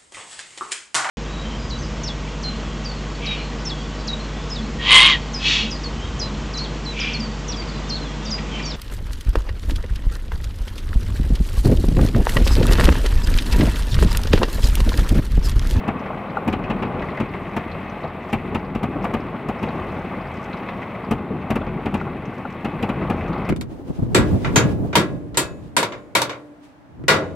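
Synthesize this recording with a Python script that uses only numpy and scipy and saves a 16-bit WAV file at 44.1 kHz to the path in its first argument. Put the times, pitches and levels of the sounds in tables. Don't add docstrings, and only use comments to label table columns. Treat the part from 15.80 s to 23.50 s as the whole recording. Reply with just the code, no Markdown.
import sys
import numpy as np
from scipy import signal
from scipy.fft import rfft, irfft, next_fast_len
from scipy.io import wavfile
from scipy.ndimage import uniform_filter1d, minimum_filter1d

SR = 44100
rng = np.random.default_rng(int(sys.argv[2]) if len(sys.argv) > 2 else 0)


def inscribe(sig):
    pcm = np.round(np.clip(np.atleast_2d(sig).T, -1, 1) * 32767)
    wavfile.write(sys.argv[1], SR, pcm.astype(np.int16))


N = 339570
T = np.arange(SR // 2) / SR

# time in seconds, rumble level in dB, thud level in dB.
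FAR_BARRAGE = [(0, -42, -31), (.5, -42, -33), (.8, -35, -26.5), (1.05, -34, -28), (1.28, -35.5, -29),
               (1.6, -45, -35), (1.85, -37, -34.5), (2.35, -41.5, -34.5), (2.9, -38, -32.5),
               (3.22, -37, -27.5), (3.6, -51, -31), (4.0, -38, -29), (4.4, -39.5, -33.5),
               (5.15, -42, -32.5), (5.5, -43, -29), (6.25, -43, -28.5), (6.65, -47, -33.5),
               (7.3, -34, -26.5)]
# time in seconds, pop level in dB, crackle level in dB.
FAR_STRINGS = [(0, -32, -41.5), (.5, -32, -42.5), (1.25, -30, -41.5), (1.5, -34.5, -41.5),
               (2.0, -33.5, -41), (2.4, -35, -44), (2.68, -33.5, -40), (2.92, -35.5, -46), (3.25, -32, -41),
               (3.62, -34.5, -43.5), (3.95, -31.5, -40), (4.55, -34, -41.5), (4.85, -33, -41.5),
               (5.5, -33, -43.5), (6.0, -33.5, -43), (6.6, -37, -44), (7.3, -30.5, -40.5), (7.7, -30, -41)]
# frequency in Hz, relative spectral density in dB.
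RUMBLE = [(20, -40), (31, -22), (41, 2.5), (52, -2), (65, -8), (86, 3.5), (110, -5.5), (160, -46)]
THUDS = [(70, -24), (115, -1), (165, 0.5), (200, -1), (250, -1.5), (320, -6), (430, -7), (650, -38.5)]
POPS = [(280, -42), (460, 0.5), (650, 0.5), (840, -1), (980, -3), (1150, -0.5), (1300, -6.5), (1550, -10),
        (2200, -70)]
CRACKLE = [(1000, -24), (1600, -1), (2100, 4.5), (2650, -4.5), (3050, -8.5), (4000, -18), (5000, -29),
           (7000, -39.5), (12000, -45.5)]
FIZZ = [(3000, -27), (5500, -14), (7500, 4), (10000, 4.5), (15500, 3)]
# peak time in seconds, level in dB, Gaussian width in seconds.
GLITTER_CLOUDS = [(.4, -72.5, 0.061), (1.24, -71, 0.047), (1.675, -71, .1), (2.234, -66, 0.023),
                  (2.515, -63, 0.056), (3.886, -66, .06), (4.151, -69, 0.13), (4.533, -64, 0.03),
                  (4.637, -63, 0.04), (4.95, -72.5, .12), (6.206, -62, 0.034), (6.573, -65.5, 0.04),
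                  (6.716, -65, 0.021), (7.392, -70, 0.051)]
# frequency in Hz, relative spectral density in dB.
SPARKS = [(4000, 1), (5500, 4.5), (6400, 0), (7500, -3), (9500, -12), (13000, -17)]
# time in seconds, relative level in dB, centre frequency in Hz.
CRACKERS = [(0.2578, -27.5, 2010), (0.8384, -28, 2450), (1.1932, -31.5, 2550), (1.221, -24.5, 1920),
            (1.286, -27.5, 2010), (1.3477, -31.5, 2113), (1.3737, -22.5, 1966), (1.5368, -28, 2130),
            (4.7267, -32.5, 2370), (4.8871, -26, 2090), (5.019, -27, 2050), (5.149, -31, 1980),
            (5.8666, -30, 2250), (6.1993, -28, 2104), (7.2203, -27.5, 2087), (7.408, -28.5, 2110)]
STARS = [(1.054, -54, 4290), (1.915, -46.5, 4300), (2.235, -50, 4090), (3.887, -47, 4246),
         (4.732, -44.5, 4070), (4.886, -46, 3850), (5.814, -45, 3414), (7.53, -47, 4210)]
# number per second, typical relative level in dB, centre in Hz.
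STRAY_CRACKERS = (2.5, -36.5, 2330)
STRAY_STARS = (5, -58, 4610)
# time in seconds, relative levels of thump, clap and ring in dB.
REPORTS = [(0.3, -46, -28.5, -32), (0.785, -24, -37, -34), (0.867, -27, -33.5, -41), (1.155, -35, -30, -38),
           (1.542, -23, -34, -29), (1.949, -30, -39, -33), (2.24, -28.5, -27.5, -38), (2.64, -23, -43, -38),
           (2.722, -20.5, -34.5, -37), (3.159, -29, -31.5, -48), (3.543, -31, -32.5, -27),
           (3.875, -36, -29.5, -39), (4.164, -33, -34, -34), (4.324, -43, -34, -27), (4.732, -38, -42, -27),
           (4.884, -41, -38, -30), (5.403, -42, -39, -30), (5.504, -20, -36, -50), (5.815, -35, -30, -26),
           (5.869, -23, -35, -33), (6.265, -23.5, -37, -31), (6.329, -29, -42, -32), (6.588, -34, -33, -34),
           (7.215, -21, -35, -26), (7.49, -22, -41, -31), (7.53, -38, -37, -25)]
# number per second, typical relative levels of thump, clap and ring in dB.
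STRAY_REPORTS = (4, -33, -40, -42)
# frequency in Hz, relative spectral density in dB.
REPORT_CLAP = [(330, -41), (480, -2), (850, -4), (1200, -10.5)]
REPORT_RING = [(800, -11), (1100, 9.5), (1450, -0.5), (2100, -33)]
# start in seconds, relative level in dB.
LAUNCHES = [(0.5687, -12.5), (6.211, -20), (6.272, -25), (6.6507, -20.5)]
# frequency in Hz, relative level in dB, T60 in seconds.
TUBE_MODES = [(800, 3.5, 0.031), (1200, 4, 0.02), (1398, 2.5, 0.033), (2520, -19, .02), (4030, -29, 0.025)]
ROOM_MODES = [(41, -31.5, 0.76), (82, -34, 0.9), (205, -44, 0.37)]
# start in seconds, relative levels of boom, clap, crack and sizzle in dB.
SHELLS = [(0.0778, -19.5, -24.5, -37.5, -56.5), (0.676, -17, -25, -34.5, -50),
          (0.7265, -20.5, -27, -32, -54.5), (0.8993, -21.5, -26, -33.5, -58),
          (1.022, -28.5, -28.5, -35, -62), (1.4, -18.5, -27.5, -35.5, -55),
          (1.764, -23, -26.5, -36.5, -51.5), (2.5286, -16, -23, -29.5, -47.5),
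          (2.746, -18.5, -25, -32, -52), (2.949, -23.5, -30.5, -39.5, -56.4),
          (3.0297, -21.5, -27, -38, -54), (3.2409, -25, -22.5, -41, -54.0),
          (3.3366, -20, -25.5, -34, -52.7), (3.6853, -25.5, -27.5, -41.5, -55),
          (3.8273, -22.5, -27.5, -37, -57), (5.3102, -14, -23, -33.5, -45.5),
          (5.7031, -16, -23.5, -33, -47.5), (5.7548, -18, -24, -35, -51), (6.056, -21, -29.5, -38, -58),
          (6.14, -20, -27, -35, -52), (6.8457, -23, -28, -36.5, -55), (7.0247, -21, -26.5, -32.5, -52.5),
          (7.0895, -21, -27, -35.5, -57), (7.2978, -19.5, -25, -35.5, -53), (7.689, -19.5, -27, -34, -48.5)]
# frequency in Hz, relative spectral density in dB.
BLAST = [(25, -57), (45, -3.5), (85, 3), (150, 6.5), (225, 4), (300, -5.5), (450, -12.5), (800, -13),
         (1200, -22.5), (1600, -51), (4000, -64), (9000, -65)]
CLAP = [(250, -29), (450, -1.5), (650, -6), (830, 0.5), (1000, -9), (1170, -4), (1450, -14), (2200, -21.5)]
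CRACK = [(900, -22), (1500, -9), (2100, 4), (2600, 6.5), (3100, -2.5), (4000, -12.5), (5500, -29),
         (9000, -48)]
SIZZLE = [(2500, -6), (4800, 2.5), (7000, 1), (10000, -2.5), (12500, -1), (15500, -9)]
# delay in seconds, pressure gain.
ROOM_PATHS = [(0, 0.45), (.005, 0.18), (.0098, 0.81), (0.0115, -0.79), (0.0125, 0.75), (0.0178, 0.069),
              (.0232, 0.29), (.031, .18), (0.0547, 0.035)]
# centre in Hz, bandwidth in Hz, gain in dB.
RESONANCES = [(193.5, 8.2, 6.5), (367.5, 22, 3), (842, 32, 3), (2120, 11, -1), (2556, 33, 8),
              (2660, 32, 5.5), (5330, 74, 6), (6200, 70, 8), (7700, 250, 3)]
# frequency in Hz, gain of side against mid in dB.
WIDTH = [(100, -34), (500, -27), (1000, -21), (2000, -14), (4000, -8.5), (8000, -8), (15000, -8)]
# frequency in Hz, gain of left against right in dB.
BALANCE = [(200, 1.87), (600, 1.1), (2000, 1.8), (4000, 2.5), (8000, 3.5), (12000, 0)]

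STRAY_SPREAD_DB, STRAY_SPREAD_OCTAVES = 2, 0.16
ROLL_RISE_S, ROLL_T60_S = 0.11, 2
ROLL_RUMBLE_DB, ROLL_THUDS_DB = -18, -13
FIZZ_UNDER_DB = -28
DUCK_FROM_DB, DUCK_SHARE, DUCK_ATTACK_S, RECOVER_DB_PER_S = -19, 0.47, 0.05, 8
BASS_CUT_HZ, TOP_HZ = 34, 15830


def amp(db):
    return 10 ** (np.asarray(db) / 20)


def unit(x):
    return x / np.sqrt(np.mean(x ** 2) + 1e-20)


def unit_onset(x):
    return x / np.sqrt(np.mean(x[..., :SR // 40] ** 2))


def along(points, hz):
    knots_hz, values = np.transpose(points)
    return np.interp(np.log(hz + 1), np.log(knots_hz + 1), values)


def curves(rows):
    times, *columns = np.transpose(rows)
    return [np.interp(np.arange(N) / SR, times, column) for column in columns]


def gain(points, hz):
    octaves_below = np.maximum(np.log2(points[0][0] / (hz + 1)), 0)
    octaves_above = np.maximum(np.log2((hz + 1) / points[-1][0]), 0)
    return amp(along(points, hz) - 30 * (octaves_below + octaves_above))


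def filtered(x, response):
    n = x.shape[-1]
    padded = next_fast_len(n + 8192)
    return irfft(rfft(x, padded) * response(np.fft.rfftfreq(padded, 1 / SR)), padded)[..., :n]


def coloured(x, points):
    return filtered(x, lambda hz: gain(points, hz))


def pulse(points, size=32768):
    cepstrum = irfft(np.log(gain(points, np.fft.rfftfreq(size, 1 / SR)) + 1e-6))
    cepstrum[1:size // 2] *= 2
    cepstrum[size // 2 + 1:] = 0
    return irfft(np.exp(rfft(cepstrum)))[:len(T)]


def ringing(modes):
    return sum(amp(db - 60 * T / t60) * np.sin(2 * np.pi * hz * T) for hz, db, t60 in modes)


def noise():
    return rng.standard_normal((2, len(T)))


def burst(source, colour, rise, t60, tail_db, tail_t60=0.46, front=0):
    build = 1 - (1 - front) * np.exp(-(T / rise) ** 2)
    decay = amp(-60 * np.maximum(T - rise, 0) / t60) + amp(tail_db - 60 * T / tail_t60)
    return unit_onset(coloured(source, colour) * build * decay)


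def add(track, s, x):
    start = int(np.clip(round(s * SR), 0, N - 1))
    track[:, start:start + len(T)] += x[:, :N - start]


def strays(rate, size):
    moments, deviates = rng.uniform(0, N / SR, 64), rng.standard_normal((64, size))
    return [(s, *row) for s, row in zip(moments, deviates)][:int(rate * N / SR)]


def stray_charges(rate, db, hz):
    return [(s, db + STRAY_SPREAD_DB * loud, hz * 2 ** (STRAY_SPREAD_OCTAVES * high))
            for s, loud, high in strays(rate, size=2)]


def volley(colour, rate, spread_db, t60, wash_db, directions=6):
    bangs = np.zeros((2, N))
    for _ in range(directions):
        fired = rng.random(N) < rate / directions / SR
        sizes = amp(spread_db * np.clip(rng.standard_normal(N), -2, 1.5))
        echoes = noise() * amp(-60 * T / t60)
        bangs += signal.fftconvolve((fired * sizes)[None], echoes, axes=1)[:, :N]
    wash = amp(wash_db) * rng.standard_normal((2, N))
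    return unit(coloured(unit(bangs) + wash, colour))


def city_roll():
    t = np.arange(2 * SR) / SR
    answer = (1 - np.exp(-(t / ROLL_RISE_S) ** 2)) * amp(-60 * t / ROLL_T60_S)
    fired = np.zeros(N)
    for s, boom_db, *_ in SHELLS:
        fired[min(round(s * SR), N - 1)] = amp(boom_db)
    return np.sqrt(np.abs(signal.fftconvolve(fired ** 2, answer ** 2)[:N]))


def din():
    rumble_db, thuds_db = curves(FAR_BARRAGE)
    pops_db, crackle_db = curves(FAR_STRINGS)
    echoes = city_roll()
    rumble_gain = np.hypot(amp(rumble_db), amp(ROLL_RUMBLE_DB) * echoes)
    thuds_gain = np.hypot(amp(thuds_db), amp(ROLL_THUDS_DB) * echoes)
    fizz_gain = amp(crackle_db + FIZZ_UNDER_DB) * amp([[0], [-9]])
    out = rumble_gain * unit(coloured(rng.standard_normal((2, N)), RUMBLE))
    out += thuds_gain * volley(THUDS, rate=130, spread_db=3, t60=0.083, wash_db=0)
    out += amp(pops_db) * volley(POPS, rate=120, spread_db=4.5, t60=0.043, wash_db=4.5)
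    out += amp(crackle_db) * volley(CRACKLE, rate=160, spread_db=7.5, t60=0.07, wash_db=5)
    return out + fizz_gain * volley(FIZZ, rate=270, spread_db=2, t60=0.018, wash_db=0)


def glitter():
    t = np.arange(N) / SR
    swell = sum(amp(db) * np.exp(-((t - s) / width) ** 2 / 2) for s, db, width in GLITTER_CLOUDS)
    return swell * volley(SPARKS, rate=170, spread_db=6, t60=0.022, wash_db=-10)


def crackers_and_stars():
    out = np.zeros((2, N))
    for s, db, hz in CRACKERS + stray_charges(*STRAY_CRACKERS):
        colour = [(hz * 0.46, -18), (hz * 0.95, -4), (hz * 0.96, 0),
                  (hz * 1.09, -6), (hz * 1.72, -25), (hz * 3, -42)]
        snap = burst(noise(), colour, rise=0.002, t60=0.095, tail_db=-24, front=0.4)
        add(out, s - 0.001, amp(db - 10.5) * snap)
    for s, db, hz in STARS + stray_charges(*STRAY_STARS):
        colour = [(hz * 0.43, -10), (hz, 0), (hz * 1.26, -20)]
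        tick = burst(noise(), colour, rise=0.0023, t60=0.063, tail_db=-22, front=0.44)
        add(out, s - 0.001, amp(db - 2.5) * tick)
    return out


def distant_reports():
    out = np.zeros((2, N))
    rate, *typical_db = STRAY_REPORTS
    faint = [(s, *(np.array(typical_db) + STRAY_SPREAD_DB * np.array(deviates)))
             for s, *deviates in strays(rate, size=3)]
    for s, thump_db, clap_db, ring_db in REPORTS + faint:
        thump = burst(noise(), THUDS, rise=0.0047, t60=0.091, tail_db=-16)
        clap = burst(noise(), REPORT_CLAP, rise=0.0019, t60=0.17, tail_db=-24)
        ring = burst(noise(), REPORT_RING, rise=0.0053, t60=0.079, tail_db=-23)
        add(out, s, amp(thump_db - 3) * thump)
        add(out, s - 0.002, amp(clap_db) * clap + amp(ring_db - 8) * ring)
    return out


def launches():
    out = np.zeros((2, N))
    ring = ringing(TUBE_MODES) * (1 - np.exp(-(T / 0.0022) ** 2))
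    for s, db in LAUNCHES:
        echo = burst(noise(), CLAP, rise=0.0064, t60=0.057, tail_db=-33)
        tick = burst(noise(), SIZZLE, rise=0.002, t60=0.04, tail_db=-26)
        add(out, s, amp(db) * (ring + amp(-17.5) * echo + amp(-52) * tick))
    return out


def near_shells():
    out = np.zeros((2, N))
    slaps = lambda hz: sum(share * np.exp(-2j * np.pi * hz * delay) for delay, share in ROOM_PATHS)
    boom = unit_onset(filtered(pulse(BLAST), slaps)) + amp(17.5) * ringing(ROOM_MODES)
    common_scatter = noise()
    scatter = lambda: common_scatter / 2 + noise()
    for s, boom_db, clap_db, crack_db, sizzle_db in SHELLS:
        house_echoes = burst(noise(), THUDS, rise=0.029, t60=0.81, tail_db=-26)
        clap = burst(scatter(), CLAP, rise=0.0019, t60=0.092, tail_db=-32)
        back_wall_clap = burst(scatter(), CLAP, rise=0.002, t60=0.069, tail_db=-24)
        crack = burst(scatter(), CRACK, rise=0.0051, t60=0.08, tail_db=-29, front=0.27)
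        tilted = [(hz, db + 0.26 * (sizzle_db + 50) * np.log2(hz / 7000)) for hz, db in SIZZLE]
        sizzle = burst(scatter(), tilted, rise=0.002, t60=0.054, tail_db=-19, tail_t60=0.25, front=0.3)
        add(out, s, amp(boom_db) * (boom + amp(-30) * house_echoes))
        add(out, s, amp(clap_db - 3.5) * clap + amp(crack_db) * crack + amp(sizzle_db) * sizzle)
        add(out, s + 0.0098, amp(clap_db - 2.5) * back_wall_clap)
    return out


def scene():
    resonance = lambda hz: amp(sum(db / (1 + (2 * (hz - centre) / width) ** 2)
                                   for centre, width, db in RESONANCES))
    near = near_shells() + launches()
    far = filtered(din() + glitter() + distant_reports() + crackers_and_stars(), resonance)
    mid, side = near + amp(-1) * far
    side = filtered(side, lambda hz: amp(along(WIDTH, hz)))
    left_right = np.array([mid + side, mid - side])
    return filtered(left_right, lambda hz: amp(np.outer([0.5, -0.5], along(BALANCE, hz))))


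def ducked(x, size=882):
    power = uniform_filter1d(np.mean(x ** 2, axis=0), size)
    excess_db = np.maximum(10 * np.log10(np.abs(power) + 1e-12) - DUCK_FROM_DB, 0)
    recovery_db = RECOVER_DB_PER_S * np.arange(N) / SR
    cut_db = np.maximum.accumulate(DUCK_SHARE * excess_db + recovery_db) - recovery_db
    pole = np.exp(-1 / (DUCK_ATTACK_S * SR))
    return x * amp(-signal.lfilter([1 - pole], [1, -pole], cut_db))


def limited(x, ceiling_db, size=129):
    needed = np.minimum(1, amp(ceiling_db) / (np.abs(x).max(axis=0) + 1e-9))
    return x * uniform_filter1d(minimum_filter1d(needed, size), size)


def record(dry):
    bass_cut = lambda hz: (hz / BASS_CUT_HZ) ** 8 / (1 + (hz / BASS_CUT_HZ) ** 8)
    held = limited(ducked(filtered(dry, bass_cut)), ceiling_db=-5.5)
    return filtered(held, lambda hz: hz < TOP_HZ)


dry = scene()
out = record(dry)
inscribe(out)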